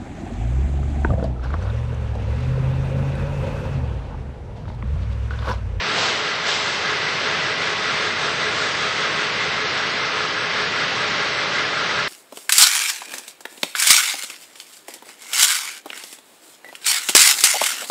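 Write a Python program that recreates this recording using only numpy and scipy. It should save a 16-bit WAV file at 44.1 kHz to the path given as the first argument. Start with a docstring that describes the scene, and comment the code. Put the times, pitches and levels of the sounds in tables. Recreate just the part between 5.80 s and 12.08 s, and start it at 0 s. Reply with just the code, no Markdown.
"""A broad roar of fans, film web and far machines fills a factory hall where a printing press runs.
Roar, film hiss and valve air are coloured noise. Gears are random tooth impulses ringing resonances,
most swelling once per cylinder turn. Motors are thin wandering sines; a pneumatic valve blows off twice early on.
One microphone slowly tilts upward: gear chatter grows and the treble shifts."""
import sys
import numpy as np
from scipy import signal
from scipy.fft import rfft, irfft, next_fast_len
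from scipy.io import wavfile

SR = 44100
rng = np.random.default_rng(int(sys.argv[2]) if len(sys.argv) > 2 else 0)


def magnitude_from_level(level_db):
    """Linear magnitude for a level in decibels (20 dB per decade)."""
    exponent = np.asarray(level_db, float) / 20
    return 10 ** exponent


def pcm_store(signal):
    """Save signal as 16-bit PCM."""
    levels = np.round(np.clip(np.atleast_2d(signal), -1, 1) * 32767)
    wavfile.write(sys.argv[1], SR, levels.astype(np.int16).T)


N = 276948
TIME_S = np.arange(N) / SR


def rms_one(x):
    """Scale to unit power."""
    return x / np.sqrt(np.mean(x ** 2) + 1e-20)


def drift(corner_hz):
    """Slow random curve of rms 1: noise through two equal one-pole lowpasses."""
    hop = 40
    settle = 2000
    pole = np.exp(-2 * np.pi * corner_hz * hop / SR)
    noise = rng.standard_normal(N // hop + settle + 2)
    slow = signal.lfilter([1], [1, -2 * pole, pole * pole], noise)[settle:]
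    return np.interp(np.arange(N) / hop, np.arange(len(slow)), rms_one(slow))


def coloured(spectrum):
    """Noise of rms 1, shaped by a spectrum interpolated over log frequency."""
    size = next_fast_len(N)
    hz, level_db = np.transpose(spectrum)
    log_hz = np.log(np.arange(size // 2 + 1) * SR / size + 1)
    shape = magnitude_from_level(np.interp(log_hz, np.log(hz), level_db, left=-90, right=-90))
    noise = rng.standard_normal(size)
    return rms_one(irfft(rfft(noise) * shape, size)[:N])


def turn(swell):
    """Gain whose power rises and falls once per cylinder turn; mean power 1."""
    turns_per_s, first_peak_s = 5.095, 0.09
    swell = np.clip(swell, 0, 0.95)
    return np.sqrt(1 + swell * np.cos(2 * np.pi * turns_per_s * (TIME_S - first_peak_s)))


# blur of fans, film and far machines: pitch_hz, relative_db_per_hz
ROAR_SPECTRUM = [(15, -67.5), (25, -31.5), (50, -24), (90, -9), (142, -5), (267, -8.5), (425, -5),
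                 (692, -6), (1340, -2.5), (1840, -2), (2080, -7), (2290, -2.5), (4880, -9), (6080, -16),
                 (7040, -21), (7960, -23.5), (8560, -11.5), (11100, -74), (18800, -120)]


def roar(treble_db):
    """Broad noise wash with fluttering level; its treble follows the microphone's tilt."""
    level_db, flutter_db = -24, 0.8
    wash = coloured(ROAR_SPECTRUM)
    highpass = signal.butter(2, 6000, "high", fs=SR, output="sos")
    treble = signal.sosfilt(highpass, wash)
    tilted = wash + (magnitude_from_level(treble_db) - 1) * treble
    return magnitude_from_level(level_db + flutter_db * drift(3.0)) * tilted


# blade and film hiss: pitch_hz, relative_db_per_hz
FILM_SPECTRUM = [(2500, -25), (3500, -0.5), (5000, -15), (6500, -14), (8000, -31), (8700, -31)]


def film(treble_db):
    """Thin noise hiss of film and blade against the cylinders, swelling with each turn."""
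    level_db = -37.5
    return magnitude_from_level(level_db + treble_db) * turn(1) * coloured(FILM_SPECTRUM)


def ring_teeth(resonances, strengths, uneven_db):
    """Dense random tooth impulses ring narrow resonances, each drifting in level; rms 1."""
    teeth_per_s, tooth_spread_db = 3000, 2.5
    out = np.zeros(N)
    for (hz, width_hz), (level_db, swell) in zip(resonances, strengths):
        teeth = (rng.random(N) < teeth_per_s / SR) * rng.choice([-1, 1], N)
        teeth = teeth * magnitude_from_level(tooth_spread_db * rng.exponential(1, N))
        teeth = teeth * turn(swell) * magnitude_from_level(uneven_db * drift(2.75))
        r = np.exp(-1.5 * np.pi * width_hz / SR)
        zeros = [(1 - r * r) / 2, 0, (r * r - 1) / 2]
        poles = [1, -2 * r * np.cos(2 * np.pi * hz / SR), r * r]
        peak = zeros + poles
        out += magnitude_from_level(level_db) * signal.sosfilt([peak, peak], teeth)  # twice: steep flanks, dark valleys
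    return rms_one(out)


# resonances of frame and guards: pitch_hz, width_hz
FRAME_RESONANCES = [(145, 40), (424, 22), (485, 14), (530, 50), (850, 70), (1090, 40), (1212, 45),
                    (1272, 40), (1335, 45), (1390, 55), (1606, 45), (1700, 55), (5598, 35), (7980, 110)]
# strength of each: relative_db, swell_per_turn (0-1)
FRAME_STRENGTHS = [(-14, .1), (1, 0.7), (-5, 0), (-8, 0.5), (-11.5, 0), (-1.5, 0), (-3.5, 0.4), (-0.5, 0.6),
                   (-5, 0.7), (0.5, 0.7), (2, 0.8), (0.5, 1), (-11, 0.7), (-21.5, 1)]


def frame_gears():
    """Gear teeth ring frame and guards, louder as the microphone tilts toward the upper rollers."""
    start_db, growth_db_per_s = -30.5, 0.305
    level_db = start_db + growth_db_per_s * TIME_S
    return magnitude_from_level(level_db) * ring_teeth(FRAME_RESONANCES, FRAME_STRENGTHS, uneven_db=1.1)


# resonances of the steady whirr: pitch_hz, width_hz
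WHIRR_RESONANCES = [(1968, 40), (2035, 50), (2100, 70)]
# strength of each: relative_db, swell_per_turn (0-1)
WHIRR_STRENGTHS = [(1, 0), (-5.5, 0.15), (0, 0.39)]


def whirr_gears():
    """Gear teeth ring a steady whirr near 2 kHz, more evenly over the turn."""
    level_db = -32
    return magnitude_from_level(level_db) * ring_teeth(WHIRR_RESONANCES, WHIRR_STRENGTHS, uneven_db=1.3)


def sine(hz, wander_hz):
    """A tone of rms 1 whose pitch wanders a little."""
    cycles = np.cumsum(hz + wander_hz * drift(1.27)) / SR
    return np.sqrt(2) * np.sin(2 * np.pi * (cycles + rng.random()))


def spell(from_s, to_s):
    """Rises softly toward 1 between two times, then falls back to 0."""
    edge_s = 0.2
    rise = np.tanh((TIME_S - from_s) / edge_s)
    fall = np.tanh((TIME_S - to_s) / edge_s)
    return (rise - fall) / 2


# motor and drive tones: pitch_hz
TONE_PITCHES = [160.2, 426.6, 588.1, 639.3, 1468, 3999.8, 6170.6, 8064.2, 8321.2]
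# motion of each: wander_hz, swell_per_turn (0-1)
TONE_MOTION = [(.6, .1), (2.5, .9), (.3, .1), (.8, .1), (3, .3), (.2, .1), (.3, .2), (.3, .4), (.5, .3)]
# one spell each, from drifting through standing waves: outside_db_rms, spell_gain_db, from_s, to_s
TONE_SPELLS = [(-61, 12, 1.2, 6.6), (-45, 2, 3.3, 4.3), (-48, 8, 5.2, 6.8), (-46.5, 2.5, 1.4, 2.3),
               (-49, 7, .9, 6.6), (-55, 9, 4.4, 6.2), (-59, 8, 1.4, 3.3), (-61, 10, 1.4, 3.6),
               (-69, 11, 4.4, 6.1)]
# faint tones without spells: pitch_hz, level_db_rms
FAINT_TONES = [(212.6, -60), (316.3, -57), (359.3, -56), (483.2, -55), (5964.7, -60), (6102, -62),
               (7933.6, -65), (8026.5, -65)]


def motors():
    """Rotor, fan and drive sines, each wavering in level as echoes beat with it."""
    beat_db = 1.2
    out = np.zeros(N)
    for hz, (wander_hz, swell), (level_db, gain_db, from_s, to_s) in zip(
            TONE_PITCHES, TONE_MOTION, TONE_SPELLS):
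        tone_db = level_db + gain_db * spell(from_s, to_s) + beat_db * drift(3.1)
        out += magnitude_from_level(tone_db) * turn(swell) * sine(hz, wander_hz)
    for hz, level_db in FAINT_TONES:
        out += magnitude_from_level(level_db + beat_db * drift(1.5)) * sine(hz, wander_hz=0.4)
    return out


# blow-offs: start_s, jet_db, rise_s, hold_s, t60_s, exhaust_re_jet_db
BLOW_OFFS = [(.135, -25.5, .045, .06, 1.5, -3.5), (.65, -25, .025, .04, 2, -7)]
# air jet: pitch_hz, relative_db_per_hz
JET_SPECTRUM = [(900, -25.5), (1800, -10), (3200, 1), (5000, -4), (7000, -11.5), (8700, -14)]
# hollow exhaust under it: pitch_hz, relative_db_per_hz
EXHAUST_SPECTRUM = [(300, -23.5), (550, -8.5), (900, -5.5), (1300, -16), (2000, -36)]


def valve():
    """Noise bursts: air rushes out, holds, then dies away exponentially in the hall."""
    out = np.zeros(N)
    jet, exhaust = coloured(JET_SPECTRUM), coloured(EXHAUST_SPECTRUM)
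    for start_s, jet_db, rise_s, hold_s, t60_s, exhaust_db in BLOW_OFFS:
        age_s = TIME_S - start_s
        rise = np.clip(age_s / rise_s, 0, 1)
        decay_s = np.maximum(age_s - rise_s - hold_s, 0)
        envelope = rise * magnitude_from_level(-60 * decay_s / t60_s)
        out += magnitude_from_level(jet_db) * envelope * (jet + magnitude_from_level(exhaust_db) * exhaust)
    return out


# treble gain as the microphone tilts: time_s, gain_db
TREBLE_GAIN = [(0, 0.5), (1.2, -2.5), (2.8, 3), (4.2, -4), (5.2, -2.5), (6.28, -3)]


def scene():
    """All sources reach one microphone; both channels are equal."""
    treble_db = np.interp(TIME_S, *np.transpose(TREBLE_GAIN))
    mono = roar(treble_db) + film(treble_db)
    mono = mono + frame_gears() + whirr_gears()
    mono = mono + motors() + valve()
    return np.array([mono, mono])


# typical rounding step of spectral magnitude: pitch_hz, step_db_per_hz
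ROUNDING_STEPS = [(3000, -95), (5000, -76), (6000, -72), (7000, -73), (7700, -75), (8400, -78), (8800, -80)]


def round_spectrum(x):
    """Rounds spectral magnitudes to whole steps: faint treble breaks into short tones and gaps."""
    frame_size, bins_per_band, step_spread_db = 4096, 16, 3.5
    window = dict(fs=SR, window="cosine", nperseg=frame_size, scaling="psd")
    hz, frame_s, spectrum = signal.stft(x, **window)
    band = np.arange(len(hz)) // bins_per_band
    # each band draws a new step in each frame
    spread_db = step_spread_db * rng.standard_normal((band[-1] + 1, len(frame_s)))[band]
    step_db = np.interp(hz, *np.transpose(ROUNDING_STEPS))[:, None] + spread_db
    steps = np.abs(spectrum) / magnitude_from_level(step_db) + 1e-12
    rounded = spectrum * np.floor(steps + 0.35) / steps
    return signal.istft(rounded, **window)[1][:, :N]


def top_cut(x):
    """Nothing passes above the cut-off."""
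    return signal.sosfilt(signal.butter(12, 8710, fs=SR, output="sos"), x)


def record(dry):
    """A steep lowpass, 60 dB down from 9300 Hz, precedes the spectral rounding."""
    lowpass = signal.cheby2(12, 60, 9300, fs=SR, output="sos")
    mix = round_spectrum(signal.sosfilt(lowpass, dry))
    return top_cut(mix)


dry = scene()
out = record(dry)
pcm_store(out)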